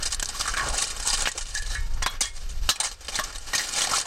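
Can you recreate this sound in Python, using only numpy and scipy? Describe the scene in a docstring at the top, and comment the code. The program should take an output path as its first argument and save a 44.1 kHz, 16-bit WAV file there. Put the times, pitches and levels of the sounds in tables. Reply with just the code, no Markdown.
"""A steel shovel bites into cobbles and gritty sand on an open shore, heard from close by.
Each bite is a burst of crushed grains that drives a stone resonance and the modes of the blade.
Sand hisses along the steel between bites, short noise bursts knock, tick and spray, hard blows clang
as dying sines, and now and then a dragged cobble excites a gliding resonance by stick-slip.
A low wind rumble of changing level and a far, steady surf lie under it all, both as coloured noise."""
import sys
import numpy as np
from scipy import signal
from scipy.io import wavfile
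from scipy.ndimage import uniform_filter1d

SR = 44100
rng = np.random.default_rng(int(sys.argv[2]) if len(sys.argv) > 2 else 0)


def to_wav(s):
    """Save 16-bit WAV."""
    ch = np.atleast_2d(s).T  # columns
    pcm = np.round(np.clip(ch, -1, 1) * 32767)  # PCM
    wavfile.write(sys.argv[1], SR, pcm.astype(np.int16))


N = 179310  # samples

# Bites of the shovel. Each row: start in seconds, level of the push in dB before the mix, length in seconds,
# knock in Hz, knock in dB re the crushing noise, wide hiss in dB re the crushing noise.
BITES = [(0.0245, -13, 0.0246, 1266, -14, -14.5), (0.052, -12.5, 0.0401, 2010, -19, -11),
         (0.103, -21.5, 0.043, 3370, -2, -18.5), (0.1264, -16, 0.0224, 1940, -6, -17),
         (0.145, -16.5, 0.007, 2010, -11, -6), (0.196, -9, 0.0086, 1560, -23.5, -18.5),
         (0.225, -15, 0.0104, 1597, 0, 5), (0.262, -29, 0.027, 1060, -25.5, -18.5),
         (0.2863, -16.5, 0.0228, 1630, -16.5, -29.5), (0.341, -27, 0.0754, 1114, 2, 1.5),
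         (0.3972, -21.5, 0.0185, 1350, 5, 2), (0.407, -16.5, 0.019, 1153, -0.5, -0.5),
         (0.446, -23.5, 0.052, 1190, -12.5, -14.5), (0.473, -17, 0.0506, 1240, -8.5, -22),
         (0.534, -23.5, 0.023, 1490, 12, -17.5), (0.568, -22, 0.0467, 1135, 7, -4),
         (0.685, -16, 0.0107, 860, -15.5, -25), (0.697, -17.5, 0.0155, 860, -13, -23.5),
         (0.725, -18.5, 0.088, 805, 3.5, -26.5), (0.772, -11.5, 0.0538, 965, -35, -29.5),
         (0.817, -7.5, 0.037, 1950, -9.5, -17), (0.865, -19.5, 0.055, 1990, -17.5, -14),
         (0.9, -21.5, 0.026, 1940, -4, -4), (0.963, -24, 0.0246, 1150, -7, -22.5),
         (0.9985, -12.5, 0.0068, 915, -31, -32), (1.021, -20.5, 0.035, 960, -17.5, -27.5),
         (1.049, -17, 0.082, 870, -10, -31), (1.0651, -16.5, 0.1, 995, -10, -34),
         (1.103, -23, 0.0165, 1913, 3.5, -31.5), (1.128, -10.5, 0.0323, 790, -10.5, -35),
         (1.171, -15.5, 0.023, 1236, -5.5, -18.5), (1.204, -11.5, 0.0105, 3297, -2, -16.5),
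         (1.22, -11.5, 0.0119, 3340, -6.5, -23), (1.254, -21, 0.0335, 2840, 8.5, -4),
         (1.273, -19.5, 0.0255, 1735, -4, 1.5), (1.315, -20, 0.0115, 1820, -32, -33),
         (1.348, -33, 0.091, 516, 12.5, -21), (1.375, -15.5, 0.0248, 620, -16.5, -31),
         (1.408, -19, 0.023, 1760, -18, -26.5), (1.452, -34, 0.232, 2160, -5.5, -25.5),
         (1.536, -24.5, 0.062, 1770, -13.5, -17.5), (1.568, -18.5, 0.029, 1833, -1.5, -32.5),
         (1.619, -22.5, 0.0196, 1710, -11.5, -16), (1.663, -26.5, 0.015, 1720, -7, -28),
         (1.6882, -26.5, 0.109, 1780, -10, -26.5), (1.745, -22, 0.0157, 1640, -7, -28),
         (1.936, -29, 0.0182, 950, -21.5, -26), (2.0234, -12.5, 0.0169, 1020, 0, -9.5),
         (2.06, -15.5, 0.0222, 949, 9, -4), (2.103, -32.5, 0.0433, 2220, -7.5, -11),
         (2.206, -6.5, 0.0299, 890, -28.5, -20), (2.229, -19.5, 0.0722, 1775, -5.5, -14.5),
         (2.488, -29, 0.044, 2370, -12.5, -10), (2.644, -38, 0.147, 864, -8, 5.5),
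         (2.6884, -8.5, 0.036, 1295, -11, -11), (2.756, -21.5, 0.0166, 2446, 0, -15.5),
         (2.799, -9.5, 0.0232, 870, -7.5, -25.5), (2.827, -15.5, 0.0556, 2060, -3, -18),
         (2.843, -20, 0.0632, 2170, -2, -19.5), (2.909, -30.5, 0.04, 2060, -5.5, 2.5),
         (3.006, -35, 0.025, 678, -10, 2), (3.043, -33, 0.0334, 1840, -4, -1.5),
         (3.067, -34, 0.0145, 660, -0.5, -4.5), (3.081, -21, 0.0342, 646, -2, -4.5),
         (3.119, -27.5, 0.0475, 2330, 2, -6.5), (3.141, -22.5, 0.0244, 3500, 7.5, -15),
         (3.153, -12, 0.0242, 2120, -6, -12), (3.174, -20.5, 0.044, 2014, -0.5, -14.5),
         (3.1906, -23, 0.0306, 1690, 0, 9.5), (3.233, -23.5, 0.0488, 2190, -11.5, -1),
         (3.3247, -32, 0.0141, 1860, -1, 4.5), (3.346, -32.5, 0.034, 3880, 9.5, 1),
         (3.356, -24.5, 0.014, 1760, -6.5, 1), (3.3809, -21.5, 0.0083, 1870, -16, -15.5),
         (3.532, -19.5, 0.024, 768, 7, 2), (3.546, -12, 0.0358, 2440, -1.5, -2.5),
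         (3.577, -17.5, 0.0953, 1955, 8.5, -7.5), (3.634, -22, 0.0296, 2340, 1.5, -4),
         (3.668, -25, 0.0307, 754, -8, -17), (3.689, -16.5, 0.0099, 2000, -12.5, -32.5),
         (3.721, -18.5, 0.0606, 2350, -6, -14.5), (3.758, -25.5, 0.0133, 2300, 6, -18.5),
         (3.782, -20.5, 0.035, 2110, 1.5, -10.5), (3.807, -14.5, 0.0099, 2960, 1.5, -3),
         (3.816, -11, 0.0174, 3270, 0, -8), (3.831, -14, 0.043, 3315, 0, -5.5),
         (3.87, -17, 0.014, 2400, 0, -6.5), (3.89, -19.5, 0.033, 2000, -3, -3.5),
         (3.911, -16.5, 0.0292, 763, 5, -13.5), (3.932, -15, 0.032, 1270, 5, -11),
         (3.952, -16.5, 0.032, 1280, -9.5, -17.5), (3.967, -13.5, 0.0177, 1420, -13.5, -25),
         (3.982, -13.5, 0.0237, 2000, -21.5, -9.5), (3.999, -17, 0.0079, 2000, -19, -4.5),
         (4.012, -13, 0.0102, 2000, -24, -27), (4.05, -24.5, 0.036, 890, 2, -22)]
# Sand sliding along the steel. Each row: time in seconds, rub in dB before the mix,
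# hollow roar in dB re the rub, roar in Hz, wide hiss in dB re the rub.
SLIDE = [(0, -45, -8.5, 1540, -3), (.17, -53, 0, 1540, 1.5), (.33, -39.5, -21.5, 1560, -5),
         (.55, -34, -16, 1520, -12), (.69, -33.5, -8, 790, -18), (.87, -39, -17, 1300, -15),
         (.96, -44.5, -13.5, 1255, -3), (1.22, -28.5, -16.5, 1260, -36.5), (1.33, -45.5, -19.5, 1850, -18),
         (1.45, -44, -42.5, 1795, -15), (1.74, -42.5, -41, 1790, -7), (1.96, -52.5, -8, 980, -3.5),
         (2.1, -53, 6, 1506, 4), (2.32, -57.5, -13, 2040, -8), (2.37, -39.5, -47.5, 1060, -13.5),
         (2.48, -54, -24.5, 1790, 0.5), (2.66, -49, -38, 1300, -1.5), (2.78, -65, 13, 1220, -14),
         (2.89, -49.5, -9, 1650, -11), (2.96, -56, -14.5, 1400, -7.5), (3.08, -47, -10.5, 1170, -7),
         (3.3, -43.5, -8.5, 1230, -15), (3.51, -40.5, -39.5, 1830, -7), (3.69, -42, -17, 1580, -0.5),
         (3.79, -23.5, -24.5, 2210, -20.5), (3.88, -33, -10, 1050, -6), (4.0, -29.5, -15.5, 1480, -8),
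         (4.07, -51, -8.5, 917, -34.5)]
# Spectrum of the grit. Each row: frequency in Hz, relative density in dB per Hz (-100 at least).
GRIT_SPECTRUM = [(88, -24), (150, -4.5), (374, -16.5), (462, 0.5), (717, -4), (1400, -5), (1950, -3.5),
                 (2630, -1.5), (6000, 2), (8300, 2), (10000, -6), (13000, -19), (22000, -120)]
# Spectrum of the wide grit hiss, flat and strongest below about 6 kHz, with a bump near 11.5 kHz.
# Each row: frequency in Hz, relative density in dB per Hz.
HISS_SPECTRUM = [(5880, 22), (9000, -5.5), (11500, 18), (13300, 10), (16000, -11.5)]
# Modes of the blade. Each row: frequency in Hz, relative level in dB,
# 60 dB decay time in seconds, which each use multiplies by its own factor.
BLADE_MODES = [(620, -15, .1), (740, -16, .1), (825, -13, .14), (931, -16, .5), (1010, -13, .12),
               (1103, -10, .2), (1180, -10, .2), (1340, -13, .15), (1523, -13, .15), (1653, -12, .12),
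               (1723, -9, .2), (1852, -11, .22), (1930, -11, .12), (2169, -11, .25), (2223, -13, .25),
               (2460, -14, .12), (2670, -14, .1), (2890, -13, .1), (3100, -13, .1), (3268, -11, .14),
               (3386, -11, .2), (3705, -11, .1), (3919, -12, .08), (4030, -12, .12), (4160, -13, .15),
               (4753, -13, .12), (5180, -14, .1), (5557, -13, .14), (5760, -13, .12), (6150, -13, .1),
               (6400, -12, .1), (6900, -13, .08), (7350, -13, .1)]
# Level of the low wind rumble, with dips after hard hits. Each row: time in seconds, level in dB.
RUMBLE_LEVEL = [(0.0, -31.5), (0.4, -36), (0.71, -26.5), (0.85, -39), (0.88, -38), (1.23, -30.5),
                (1.29, -43), (1.66, -27.5), (2.03, -25), (2.08, -41), (2.17, -34.5), (2.35, -39),
                (2.43, -31.5), (2.68, -25), (2.73, -46), (3.5, -35.5), (3.54, -49.5), (4.07, -46)]
# Spectrum of the wind. Each row: frequency in Hz, relative density in dB per Hz (-100 at least).
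WIND_SPECTRUM = [(7.1, -40), (12, 9.5), (36, -0.5), (84, -12.5), (127, -24.5), (189, -32.5), (400, -45.5),
                 (520, -82), (880, -120)]
# Spectrum of the surf. Each row: frequency in Hz, relative density in dB per Hz.
SURF_SPECTRUM = [(250, -23.5), (420, -3.5), (927, -19), (3000, -12), (16000, -38)]
# Hard blows of steel on stone. Each row: start in seconds, ring in dB before the mode levels,
# centre in Hz of the modes that answer, spread as a share of it, factor on the decay time.
CLANGS = [(0.457, -8, 1264, 0.0835, 0.23), (0.476, -11, 1410, 0.181, 0.705), (0.538, -25, 1620, 0.1, 0.31),
          (0.57, -22, 1740, 0.85, 0.81), (0.595, -12, 1085, 0.024, 1.56), (0.594, -17.5, 1560, 0.162, .6),
          (1.257, -20.5, 2840, 0.7, 0.55), (1.273, -17, 1600, 0.2, 0.31), (1.281, -12, 1907, 0.0246, 0.58),
          (1.379, -28, 810, 0.24, 0.4), (1.551, -15.5, 1740, 0.07, 0.6), (1.751, -24, 1785, 0.348, 1.22),
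          (1.751, -37.5, 931, .03, 5.5), (2.023, -21, 1825, 0.26, 0.687), (2.032, -13.5, 4810, .04, 0.72),
          (2.035, -18, 3442, 0.037, 0.76), (2.062, -36, 1160, 0.46, 1.97),
          (2.063, -17.5, 3910, 0.105, 1.02), (2.078, -18.5, 3386, .015, 1), (2.064, -30, 2225, 0.0115, 1.3),
          (2.212, -30.5, 3500, 1.32, 0.93), (2.231, -19.5, 3290, 0.0324, 1.3),
          (2.255, -24.5, 2169, 0.011, 0.82), (2.254, -27.5, 1852, .02, 0.99),
          (2.692, -10.5, 3850, 0.099, 0.91), (2.692, -29, 1110, 0.16, 1.34),
          (2.711, -20, 1730, 0.045, 0.454), (2.7015, -16, 5420, 0.454, 1.025),
          (2.8017, -5, 6710, 0.109, 0.335), (2.802, -16, 3970, 0.065, 0.95),
          (2.802, -30.5, 1400, 0.6, 1.06), (3.1897, -15, 1128, 0.114, 0.756),
          (3.1898, -16.5, 1649, 0.09, 0.71), (3.19, -22, 3100, 0.22, 0.54), (3.191, -8.5, 640, 0.12, 0.56),
          (3.2388, -24, 5640, .05, 0.46), (3.5342, -8, 1897, 0.076, 0.36),
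          (3.551, -7.5, 6400, 0.0194, 0.77), (3.594, -12.5, 1894, 0.037, 0.25)]
# Cobbles dragged along the steel. Each row: start in seconds, length in seconds, top level in dB before the mix,
# first Hz, last Hz, width in Hz.
DRAGS = [(0.556, 0.12, -34.5, 1670, 1440, 800), (0.599, 0.164, -38.5, 950, 610, 353),
         (1.038, 0.107, -37.5, 948, 912, 199), (1.534, 0.168, -43.5, 1754, 1715, 90),
         (1.696, 0.112, -42.5, 1753, 1704, 80), (2.799, 0.0854, -38.5, 878, 750, 402),
         (1.681, 0.124, -42, 3975, 3925, 150)]
# Short bursts: stone knocks and ticks, sprays of fine grit near 12 kHz, one high ring at 8777 Hz.
# Each row: start in seconds, peak in dB before the mix, resonance in Hz,
# width in Hz (7000 at most), 60 dB decay time in seconds (0.1 at most).
SHORT_BURSTS = [(.0255, -30.5, 5870, 4500, 0.018), (0.1225, -14.5, 5200, 4530, 0.013),
                (0.126, -11.5, 6120, 4030, .012), (0.1465, -15.5, 7360, 3500, .012),
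                (0.227, -9, 6720, 2500, .015), (0.2466, -22.5, 6500, 3500, 0.0103),
                (0.257, -16, 5960, 3200, 0.011), (0.29, -15.5, 6850, 3400, .012),
                (.396, -17, 6420, 2700, .015), (0.4113, -10, 3970, 3100, 0.013),
                (0.456, -19, 1400, 1500, 0.011), (.483, -13.5, 2500, 3000, 0.0093),
                (0.5389, -15.5, 2180, 2500, 0.014), (.547, -16.5, 1690, 900, .014),
                (0.5696, -10.5, 3000, 5000, 0.03), (0.5968, -13, 1900, 2000, 0.013),
                (0.6126, -13, 2000, 2500, .01), (0.787, -19.5, 6050, 3960, 0.025),
                (1.0737, -8.5, 7260, 4470, 0.023), (1.1022, -15.5, 4120, 1490, .015),
                (1.138, -12, 5500, 4500, .015), (1.2892, -18.5, 6940, 3500, .015),
                (1.2566, -4.5, 2520, 2710, 0.014), (1.2658, -13.5, 3000, 2500, .008),
                (1.2734, -2.5, 1673, 1840, 0.018), (1.378, -29, 1176, 500, .03),
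                (1.457, -24.5, 3000, 3000, .008), (1.467, -25.5, 3190, 2500, 0.0073),
                (1.5505, -15, 6430, 4000, .01), (1.6616, -23, 3960, 2300, 0.014),
                (1.75, -21, 3000, 2490, 0.017), (1.806, -32.5, 6500, 5000, 0.011),
                (2.0225, -14, 1760, 1800, 0.036), (2.0623, -4.5, 1800, 2280, 0.038),
                (2.0615, -29.5, 12000, 5000, .04), (2.098, -36.5, 12460, 3500, .06),
                (2.207, -27.5, 11800, 5000, .07), (2.2148, -11.5, 4550, 4450, 0.033),
                (2.6905, -6.5, 1110, 1530, .012), (2.691, -15, 12500, 5000, .02),
                (2.6914, -1.5, 3670, 2000, .015), (2.698, -23.5, 12000, 4000, 0.11),
                (2.802, -21, 8777, 300, 0.046), (2.801, -18, 6500, 3500, .015),
                (2.856, -33, 805, 506, 0.037), (3.0831, -15, 3320, 2800, 0.024),
                (3.1897, -7, 1590, 2600, 0.03), (3.1905, -34.5, 12500, 4000, .05),
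                (3.2398, -20, 6020, 1700, .015), (3.3286, -25.5, 2900, 4000, .015),
                (3.5336, -13, 1940, 2500, 0.017), (3.58, -11, 5000, 4000, 0.0265),
                (3.639, -21.5, 5500, 3500, .015), (3.6872, -21, 6180, 3300, 0.014),
                (3.7381, -17, 6700, 3500, .012), (3.762, -16, 6240, 3300, .015),
                (3.849, -18, 1970, 400, .03), (3.872, -24.5, 739, 250, 0.05),
                (3.9185, -15.5, 804, 1100, 0.015), (3.9345, -13.5, 900, 900, 0.014),
                (3.962, -11.5, 2000, 2200, .015), (3.981, -19, 760, 600, 0.012)]

RISE_SHARE = 0.1654  # share of a bite's length: short bites are ticks, long ones swell
# the harder a bite knocks on stone, the louder and lower the steel rings
BITE_RING_DB, RING_PER_KNOCK = -7, 0.39  # dB re the crushing noise, dB per dB of knock
RING_HZ, RING_OCT_PER_DB, RING_SCATTER_OCT = 3500, -.04, 0.47  # Hz at a 0 dB knock, octaves per dB, octaves
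SING_DB = -17  # drive of the blade re the rub, before each mode's share
CLUMP_DB, CLUMP_S = 2.5, 0.023  # the sand comes in clumps: spread of level, smoothing time
SURF_DB = -59.5
EDGE_HZ = 15950  # upper band limit


def gain_of(db):
    """The decibel law: amplitude ratio of a level difference."""
    return 10 ** (np.asarray(db) / 20)


def evened(x):
    """Normalization to unit root-mean-square level."""
    return x / np.sqrt(np.mean(x ** 2) + 1e-20)


def columns(rows):
    """Linear interpolation of each curve column at every sample."""
    s, *cols = np.transpose(rows)
    return [np.interp(np.arange(N) / SR, s, c) for c in cols]


def colour(x, points):
    """Minimum-phase filtering: a causal filter of unit noise gain follows a given spectrum."""
    f, db = np.transpose(points)
    hz = abs(np.fft.fftfreq(8192, 1 / SR))
    curve_db = np.interp(np.log(hz + 1), np.log(f + 1), np.maximum(db, -100))
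    log_gain = np.log(gain_of(curve_db))
    # the phase of a causal filter is the Hilbert transform of its log gain
    phase = -signal.hilbert(log_gain).imag
    taps = np.fft.ifft(np.exp(log_gain + 1j * phase)).real[:4096]
    return signal.oaconvolve(x, taps / np.linalg.norm(taps))[:len(x)]


def resonate(x, hz, width):
    """Simple resonance of unit noise gain; a curve of hz is followed by shifting it to zero and back."""
    r = np.exp(-np.pi * width / SR)
    height = np.sqrt(2 * (1 - r * r))
    if np.ndim(hz) == 0:
        return signal.lfilter([height], [1, -r * np.exp(2j * np.pi * hz / SR)], x).real
    turn = np.exp(2j * np.pi * np.cumsum(hz) / SR)
    return (turn * signal.lfilter([height], [1, -r], x / turn)).real


def hollow(x, hz, width):
    """Cascaded resonance: two passes give steeper sides."""
    twice = resonate(resonate(x, hz, width), hz, width)
    return np.sqrt(2 * np.pi * width / SR) * twice


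def grains(count, per_s, spread_db, grain_s, bed):
    """Shot noise: the level jumps with each crushed grain and decays exponentially over a steady bed."""
    hit = rng.random(count) < per_s / SR
    size = gain_of(spread_db * np.minimum(rng.exponential(1, count), 4)) * hit
    level = signal.lfilter([1], [1, -np.exp(-1 / (grain_s * SR))], size)
    return evened((bed + evened(level)) * rng.standard_normal(count))


def pebbles(per_s, spread_db, cycles, low_hz, high_hz, count):
    """Random impacts: small stones tick against each other, each size with its own short pitch."""
    out = np.zeros(N)
    for hz in np.linspace(low_hz, high_hz, count):
        hit = rng.random(N) < per_s / count / SR
        size = gain_of(spread_db * np.minimum(rng.exponential(1, N), 3)) * hit
        ticks = evened(size * rng.choice([-1., 1.], N))
        out += resonate(ticks, hz, hz / cycles)
    return evened(out)


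def blade(forces, lasting):
    """Modal superposition: each force rings its own mode; sand on the blade shortens the decay."""
    out = 0
    for (hz, db, t60), force in zip(BLADE_MODES, forces):
        width = 2.2 / (t60 * lasting)  # Hz, from the decay time
        out = out + gain_of(db) * resonate(force, hz, width)
    return out


def slide(stones):
    """Friction noise: sand runs along steel, the loaded scoop roars hollow and the modes near it sing."""
    db, hollow_db, hollow_hz, hiss_db = columns(SLIDE)
    clumps = rng.standard_normal(N)
    for _ in range(2):
        clumps = uniform_filter1d(clumps, size=round(CLUMP_S * SR))
    level = gain_of(db + CLUMP_DB * evened(clumps))
    rub = level * grains(count=N, per_s=500, spread_db=2.5, grain_s=.004, bed=1.5)
    grit = colour(0.323 * rub + 0.307 * level * stones, GRIT_SPECTRUM)
    hiss = colour(gain_of(hiss_db) * rub, HISS_SPECTRUM)
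    roar = gain_of(hollow_db) * hollow(rub, hollow_hz, 1960)
    # modes close to the roar are driven harder
    shares = [.5 + 1.0 * np.exp(-(np.log(hz / hollow_hz) / 0.043) ** 2) for hz, _, _ in BLADE_MODES]
    sing = blade([share * gain_of(SING_DB) * rub for share in shares], lasting=0.5)
    return grit + hiss + roar + sing


def wind():
    """Low-frequency coloured noise: a wind rumble at the microphone whose level rises and dips."""
    noise = colour(rng.standard_normal(N + SR), WIND_SPECTRUM)[SR:]  # past the filter's onset
    return gain_of(columns(RUMBLE_LEVEL)[0]) * evened(noise)


def surf():
    """Stationary coloured noise: the smooth wash of distant surf."""
    return gain_of(SURF_DB) * evened(colour(rng.standard_normal(N), SURF_SPECTRUM))


def plate(x, t60, count):
    """High modal density: the many small, short modes of thin steel, as one dying response."""
    t = np.arange(SR // 8) / SR
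    hz, phase = rng.uniform(692.5, 15500, (count, 1)), rng.random((count, 1))
    taps = np.sin(2 * np.pi * (hz * t + phase)).sum(0) * gain_of(-60 * t / t60)
    return signal.oaconvolve(x, taps / np.linalg.norm(taps))[:len(x)]


def boulders(x):
    """Diffuse reflection: scattered short echoes from the rock wall."""
    t = np.arange(SR // 4) / SR
    echo = (rng.random(len(t)) < 2000 / SR) * (t > .003)  # 2000 a second, after 3 ms
    taps = rng.choice([-1., 1.], len(t)) * echo * gain_of(-60 * t / 0.265)
    taps = resonate(taps, 2300, 5900)  # rough rock returns little treble
    return signal.oaconvolve(x, taps / np.linalg.norm(taps))[:N]


def bites(stones):
    """Fracture and forced vibration: grit is crushed until the edge stops, a cobble knocks, steel rings."""
    pad = N + SR
    level, grit, hiss, knock = np.zeros((4, pad))
    forces = np.zeros((len(BLADE_MODES), pad))
    t, mode_hz = np.arange(SR // 4) / SR, np.transpose(BLADE_MODES)[0]
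    for s, db, length, knock_hz, knock_db, hiss_db in BITES:
        done = t / np.clip(length, .004, .2)
        # the push rises, sags, then the edge stops
        rise = np.minimum(t / (RISE_SHARE * length), 1)
        push = gain_of(db - 15.67 * done) / (1 + done ** 6) * rise
        crush = push * grains(count=len(t), per_s=2000, spread_db=3.0, grain_s=0.000423, bed=1.0)
        at = slice(round(s * SR), round(s * SR) + len(t))
        level[at] += push
        grit[at] += crush
        hiss[at] += gain_of(hiss_db) * crush
        dying = crush * gain_of(-60 * t / 0.1624)
        knock[at] += gain_of(knock_db) * hollow(dying, knock_hz, 356)
        # the place struck decides which group of modes answers
        scatter = RING_SCATTER_OCT * rng.standard_normal()
        ring_hz = RING_HZ * 2 ** (RING_OCT_PER_DB * knock_db + scatter)
        ring_db = BITE_RING_DB + RING_PER_KNOCK * knock_db
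        share = np.exp(-(np.log(mode_hz / ring_hz) / 1.035) ** 2)
        forces[:, at] += gain_of(ring_db) * share[:, None] * crush
    rubble = colour(.55 * grit[:N] + .85 * level[:N] * stones, GRIT_SPECTRUM)
    hiss = colour(hiss, HISS_SPECTRUM)
    ring = blade(forces[:, :N], lasting=0.293)
    # the mean level of a burst lies under its peak
    return gain_of(-12.0) * (rubble + (hiss + knock)[:N] + ring)


def short_bursts():
    """Resonant response: a sharp contact and dying noise excite the resonance of a stone or a grit spray."""
    out, t = np.zeros(N + SR), np.arange(SR // 10) / SR
    for s, db, hz, width, t60 in SHORT_BURSTS:
        contact = 12 * min(1, (3000 / hz) ** 2)  # large, low stones click harder
        noise = rng.standard_normal(len(t))
        strike = gain_of(-60 * t / np.clip(t60, .004, .1)) * (noise + contact * (t == 0))
        burst = hollow(strike, hz, np.clip(width, 150, 7000))
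        # little treble far above the resonance
        cutoff = np.clip(hz + width, 9000, 18000)
        burst = signal.lfilter(*signal.butter(2, cutoff, fs=SR), burst)
        out[round(s * SR):][:len(t)] += gain_of(db) * burst / abs(burst).max()
    return out[:N]


def clangs():
    """Free vibration: dying sines of the modes near the struck place."""
    out, t = np.zeros(N + SR), np.arange(SR // 3) / SR
    hz, mode_db, t60 = np.transpose(BLADE_MODES)[:, :, None]
    for s, db, centre_hz, spread, lasting in CLANGS:
        share = np.exp(-(np.log(hz / centre_hz) / spread) ** 2)
        envelope = share * gain_of(db + mode_db - 60 * t / (t60 * lasting))
        detune = rng.uniform(0.9862, 1.006, hz.shape)
        phase = rng.random(hz.shape)  # turns
        ring = envelope * np.sin(2 * np.pi * (hz * detune * t + phase))  # phase in turns
        # loose grit on the steel makes each mode flutter
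        flutter = evened(uniform_filter1d(rng.standard_normal(ring.shape), size=400, axis=1))
        onset = np.minimum(t / .0015, 1)
        out[round(s * SR):][:len(t)] += (ring * (1 + .3 * flutter)).sum(0) * onset
    return out[:N]


def drags():
    """Stick-slip friction: slipping grains excite one resonance that glides as the contact moves."""
    out = np.zeros(N + SR)
    for s, length, db, first_hz, last_hz, width in DRAGS:
        u = np.arange(0, length, 1 / SR) / length
        slips = grains(count=len(u), per_s=630, spread_db=2.5, grain_s=0.00135, bed=1.0)
        glide_hz = first_hz * (last_hz / first_hz) ** u
        swell = gain_of(db) * np.sin(np.pi * u ** 0.633)
        out[round(s * SR):][:len(u)] += swell * hollow(slips, glide_hz, width)
    return out[:N]


def scene():
    """Superposition: the shovel, its echoes, wind and surf add linearly."""
    stones = pebbles(per_s=2400, spread_db=3, cycles=17, low_hz=800, high_hz=10650, count=32)
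    rubbing = slide(stones) + bites(stones) + short_bursts() + drags()
    shovel = .9 * rubbing + .38 * plate(rubbing, t60=.05, count=450) + clangs()
    echoes = gain_of(-24.0) * boulders(shovel)
    return (shovel + echoes + wind() + surf())[None]


def record(dry):
    """Saturation and band limiting: soft overload on the hardest blows, then a steep low-pass."""
    clipped = .38 * np.tanh(dry / .38)
    low_pass = signal.firwin(511, EDGE_HZ, window=("kaiser", 9), fs=SR)
    return signal.oaconvolve(clipped, low_pass[None], "same")


dry = scene()
out = record(dry)
to_wav(out)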